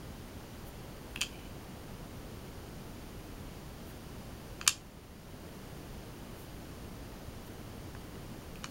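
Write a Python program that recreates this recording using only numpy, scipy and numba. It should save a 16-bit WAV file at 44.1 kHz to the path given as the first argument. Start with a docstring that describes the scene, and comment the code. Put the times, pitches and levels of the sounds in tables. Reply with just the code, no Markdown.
"""Wooden domino blocks set by hand into a wooden puzzle tray, on a table in a small room; one close mono mic.
Over steady rumble, hiss and a thin whine, fingers brush the wood. Just past one second a block rattles
against its neighbours and slides into place. At about 4.7 s another snaps home with the loudest, bouncing
clack, and the gain control ducks. More brushes follow, then soft taps and a last light clack near 8.6 s.
Each contact rings block and tray for an instant, and the room answers with a short tail."""
import sys
import numpy as np
from scipy import signal
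from scipy.fft import rfft, irfft
from scipy.io import wavfile
from numba import njit

SR = 44100
rng = np.random.default_rng(int(sys.argv[2]) if len(sys.argv) > 2 else 0)


def unload_audio(sound):
    """Save the sound as a 16-bit wav file, at the path given as the first command line argument."""
    columns = np.transpose(np.atleast_2d(sound))
    # keep every value between -1 and 1, then stretch to whole-number steps
    steps = np.round(np.clip(columns, -1, 1) * 32767)
    wavfile.write(sys.argv[1], SR, steps.astype(np.int16))


N = 383669

# The ring of a wooden block. Each row: frequency in Hz, level in dB, time to fall 60 dB in seconds.
BLOCK_MODES = [ (2456, -7, 0.013), (2700, -5, 0.009), (3104, -5, 0.016), (3255, -3, 0.0099),
               (4050, -16, 0.0093), (4736, -10.5, 0.012), (5360, -21.5, 0.013), (5730, -15, 0.0075),
               (6350, -1.5, 0.0031), (6860, -1.5, 0.0045), (7440, -7, 0.0091), (8250, -4.5, 0.006),
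               (8730, -17, 0.0045), (9380, -6.5, 0.0048), (10360, -7, 0.0043), (11400, -8.5, 0.0053), ]


def knocks():
    """Every contact jolts the block and rings it and the tray; the meeting edges add a tiny tick."""
    # Each row: start in seconds, strength in dB, contact cut-off in Hz (higher is harder),
    # tilt (0 flat on the tray, 1 corner first), pitch ratio set by block and grip.
    contacts = [ (1.1598, -17, 2700, 0.76, 1.03), (1.209, -18, 3100, 0.94, 1),
                (1.214, -14.5, 7600, 0.9, 1.02), (1.2201, -16, 4400, 0.79, 0.96),
                (1.2346, -22, 3020, 1, 1.01), (4.613, -24, 4870, 0.24, 1.0),
                (4.6654, -24, 4600, 0.47, 0.93), (4.6764, -13.5, 8600, 0.5, 0.99),
                (4.6782, -7.5, 15000, 0.44, 1.0), (4.6945, -21.5, 4400, 0.96, 1.12),
                (4.701, -33, 6000, 0.16, 1.2), (4.7037, -31, 7000, 0.2, 1.1),
                (7.95, -33.5, 1900, .05, 1.02), (8.1555, -38.5, 2300, .15, 1.16),
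                (8.556, -30, 2500, 0.86, 1), (8.635, -33, 2400, 0.85, 1.15),
                (8.643, -24.5, 6000, 0.11, 0.935), ]
    # The tray, damped by the table. Each row: frequency in Hz, level in dB, time to fall 60 dB in seconds.
    tray_modes = [(1045, -7.5, 0.0058), (1410, -16, 0.0071), (1700, -23, 0.0079)]
    out, t = np.zeros(N), np.arange(SR // 10) / SR
    twisting = np.isin(np.arange(len(BLOCK_MODES)), (2, 3))  # the block's two twisting modes
    for start, db, contact_hz, tilt, pitch in contacts:
        # a flat blow drives the tray; a blow on a corner twists the block and ticks
        twist_db = by_tilt(tilt, flat_db=-7.5, corner_db=-2.5)
        tray_db = by_tilt(tilt, flat_db=9, corner_db=-13.5)
        jolt_db = by_tilt(tilt, flat_db=2, corner_db=-15)
        tick_db = by_tilt(tilt, flat_db=-31, corner_db=-17)
        block = ring(BLOCK_MODES, t, pitch, contact_hz, spot_db=twist_db * twisting)
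        block = butter(block, 2300, "high", order=6)  # a small block radiates little below its first mode
        block = butter(block, 11500, "low", order=7)  # wood absorbs the top octave
        tray = ring(tray_modes, t, pitch, contact_hz)
        tray = butter(tray, 920 * pitch, "high", order=6)
        tray = butter(tray, 2040, "low", order=4)
        edges = tick(t, hz=14700, width_hz=1100, peak_db=2, decay_s=0.0014)
        front = jolt(t, hz=1600 * pitch, t60_s=0.0042, lowest_hz=900 * pitch)
        clack = block + undb(tray_db) * tray + undb(jolt_db) * front + undb(tick_db) * edges
        add(out, undb(db) * clack, start)
    return out


def ring(modes, t, pitch, contact_hz, spot_db=0, paired_below_hz=3700):
    """Damped modes, weighted by the spot struck; a soft contact cannot drive the high ones."""
    hz, db, t60 = np.transpose(modes)
    gain = undb(db + spot_db) / np.sqrt(1 + (hz / contact_hz) ** 8)
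    # some modes push the air towards the microphone first, others pull
    side = rng.choice([-1, 1], len(hz))
    # the two modes of a close pair move against each other and blend into one broad resonance
    twin = (np.arange(len(hz)) % 2 == 1) & (hz < paired_below_hz)
    side = np.where(twin, -np.roll(side, 1), side)
    tones = np.sin(2 * np.pi * np.outer(pitch * hz, t))
    decays = undb(-60 * t / t60[:, None])
    return (side * gain) @ (tones * decays)


def jolt(t, hz, t60_s, lowest_hz):
    """The whole block is stopped short and pushes out a cycle or two of air: the front of the knock."""
    push = np.sin(2 * np.pi * hz * t) * undb(-60 * t / t60_s)
    return butter(push, lowest_hz, "high", order=4)


def tick(t, hz, width_hz, peak_db, decay_s):
    """Sharp edges meet: a burst of noise with a glint high in the treble."""
    f = np.fft.rfftfreq(len(t), 1 / SR)
    glint = undb(peak_db * bell(f, hz, width_hz))
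    return shaped_noise(glint, len(t)) * np.exp(-t / decay_s)


def slide(start_s, length_s, db, contact_hz, catches_per_s, rise_s):
    """The first block is eased along the tray: tiny catches of the grain ring it, ever more faintly."""
    out, t = np.zeros(N), np.arange(int(length_s * SR)) / SR
    catches = (rng.random(len(t)) < catches_per_s / SR) * rng.standard_normal(len(t))
    block = ring(BLOCK_MODES, t[:SR // 20], pitch=0.96, contact_hz=contact_hz)
    scrape = signal.fftconvolve(catches, block)[:len(t)]
    scrape = butter(scrape, 2270, "high", order=4)
    envelope = np.minimum(t / rise_s, 1) * (1 - t / length_s)
    add(out, level(scrape, db) * envelope, start_s)
    return out


def brushes():
    """Skin slides over smooth wood: short, airy swells."""
    # Each row: time of the peak in seconds, half length in seconds, level in dB.
    strokes = [(.68, 0.018, -54), (1.115, .02, -62), (3.89, .035, -58), (6.41, .035, -56.5),
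               (7.473, 0.0085, -55)]
    t = np.arange(N) / SR
    swells = sum(undb(db) * bell(t, peak_s, 2 * half_s) for peak_s, half_s, db in strokes)
    friction = butter(rng.standard_normal(N), 9600, "high")
    return swells * level(friction, 0)


def room(x, tail_db, t60_s, treble_t60_s, build_s, wood_t60_s):
    """A small room: a few distinct echoes and a short tail whose treble dies first while wood rings on."""
    # Echoes off nearby surfaces. Each row: delay in seconds, level in dB.
    echoes = [(0.0101, -22), (0.0143, -19), (0.015, -15), (0.0194, -38), (0.0255, -32)]
    # Wood resonances in the tail. Each row: frequency in Hz, width in Hz, relative level in dB.
    wood_rings = [(2600, 160, -11), (3270, 270, 1), (4460, 230, 2), (5100, 160, 9), (6700, 220, -10)]
    t = np.arange(SR * 3 // 4) / SR
    f = np.fft.rfftfreq(len(t), 1 / SR)
    noise = butter(rng.standard_normal(len(t)), 2500, "high", order=1)
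    mids = butter(noise, 5500, "low", order=1)
    treble = undb(-4) * (noise - mids)
    tail = mids * undb(-60 * t / t60_s) + treble * undb(-60 * t / treble_t60_s)
    peaks = sum(undb(db) * bell(f, hz, width) for hz, width, db in wood_rings)
    tail += shaped_noise(peaks, len(t)) * undb(-60 * t / wood_t60_s)
    tail *= 1 - np.exp(-(t / build_s) ** 2)
    response = undb(tail_db) * tail / np.sqrt(np.sum(tail ** 2))
    for delay, db in echoes:
        add(response, undb([db]), delay)
    return x + signal.fftconvolve(x, response)[:N]


def noise_floor(noise_db, whine_hz, whine_db):
    """Steady room rumble and hiss, with a thin electronic whine at the very top."""
    # Each row: frequency in Hz, relative noise density in dB.
    spectrum = [(15, -8), (35, 1), (90, -.5), (170, -2.5), (330, -7), (700, -14.5), (1200, -19),
                (1900, -23), (3700, -27.5), (5500, -29), (7000, -30), (9500, -32), (12500, -33),
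                (15700, -33.5)]
    # Faint resonances in the hiss. Each row: frequency in Hz, width in Hz, boost in dB.
    hiss_peaks = [(3010, 410, 2.5), (4650, 430, 2)]
    f = np.fft.rfftfreq(N, 1 / SR)
    hz, db = np.transpose(spectrum)
    colour_db = np.interp(np.log(f + 1), np.log(hz), db)
    colour_db += sum(boost_db * bell(f, centre, width) for centre, width, boost_db in hiss_peaks)
    noise = shaped_noise(undb(colour_db), N)
    whine = np.sin(2 * np.pi * whine_hz * np.arange(N) / SR)
    return level(noise, noise_db) + level(whine, whine_db)


@njit
def gain_control(x, ceiling, lowest_gain, attack_s, hold_s, release_s):
    """A peak over the ceiling turns the gain down; it is held, then creeps back."""
    y, gain, aim, wait = np.empty(len(x)), 1., 1., 0.
    for i in range(len(x)):
        need = max(ceiling / (abs(x[i]) + 1e-9), lowest_gain)
        if need < aim:
            aim, wait = need, hold_s
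        wait -= 1 / SR
        if wait < 0:
            aim = min(1., aim + 1 / (release_s * SR))
        gain += (aim - gain) / (attack_s * SR)
        y[i] = gain * x[i]
    return y


def by_tilt(tilt, flat_db, corner_db):
    """Level in dB between a flat blow and a blow on a corner."""
    return np.interp(tilt, [0, 1], [flat_db, corner_db])


def undb(db):
    """Decibels to gain."""
    return 10 ** (np.asarray(db) / 20)


def level(x, db):
    """Scale to an rms level."""
    return x * undb(db) / np.sqrt(np.mean(x ** 2))


def butter(x, hz, kind, order=2):
    """Causal low-pass or high-pass."""
    return signal.sosfilt(signal.butter(order, hz, kind, fs=SR, output="sos"), x)


def bell(x, centre, width):
    """Bell curve, 1 at its centre."""
    return np.exp(-2 * ((x - centre) / width) ** 2)


def shaped_noise(gains, n):
    """White noise, n samples long, coloured by one gain per frequency bin."""
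    return irfft(rfft(rng.standard_normal(n)) * gains, n)


def add(track, sound, start_s):
    """Mix a sound into a track at a time."""
    start = int(start_s * SR)
    track[start:start + len(sound)] += sound[:len(track) - start]


def scene():
    """Blocks and hand close up in the small room, the same in both channels."""
    hand = brushes()
    background = noise_floor(noise_db=-46, whine_hz=15734, whine_db=-77)
    wood = knocks()
    wood += slide(start_s=1.3, length_s=0.31, db=-58.5, contact_hz=2400, catches_per_s=750, rise_s=0.035)
    clacks = room(wood, tail_db=-10, t60_s=0.24, treble_t60_s=0.14, build_s=0.0015, wood_t60_s=0.21)
    return np.array([clacks + hand + background] * 2)


def record(dry):
    """A close mono microphone with a narrow dip in the treble, gain control and a steep top cut."""
    dip_hz, dip_db, top_hz = 7800, -20, 15800
    x = dry.mean(axis=0)
    notched = signal.lfilter(*signal.iirnotch(dip_hz, Q=14, fs=SR), x)
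    x = notched + undb(dip_db) * (x - notched)
    x = gain_control(x, ceiling=undb(-8), lowest_gain=undb(-4), attack_s=0.031, hold_s=0.44, release_s=1.0)
    top_cut = signal.ellip(12, rp=0.1, rs=70, Wn=top_hz, fs=SR, output="sos")
    x = signal.sosfilt(top_cut, x)
    return np.array([x, x])


dry = scene()
out = record(dry)
unload_audio(out)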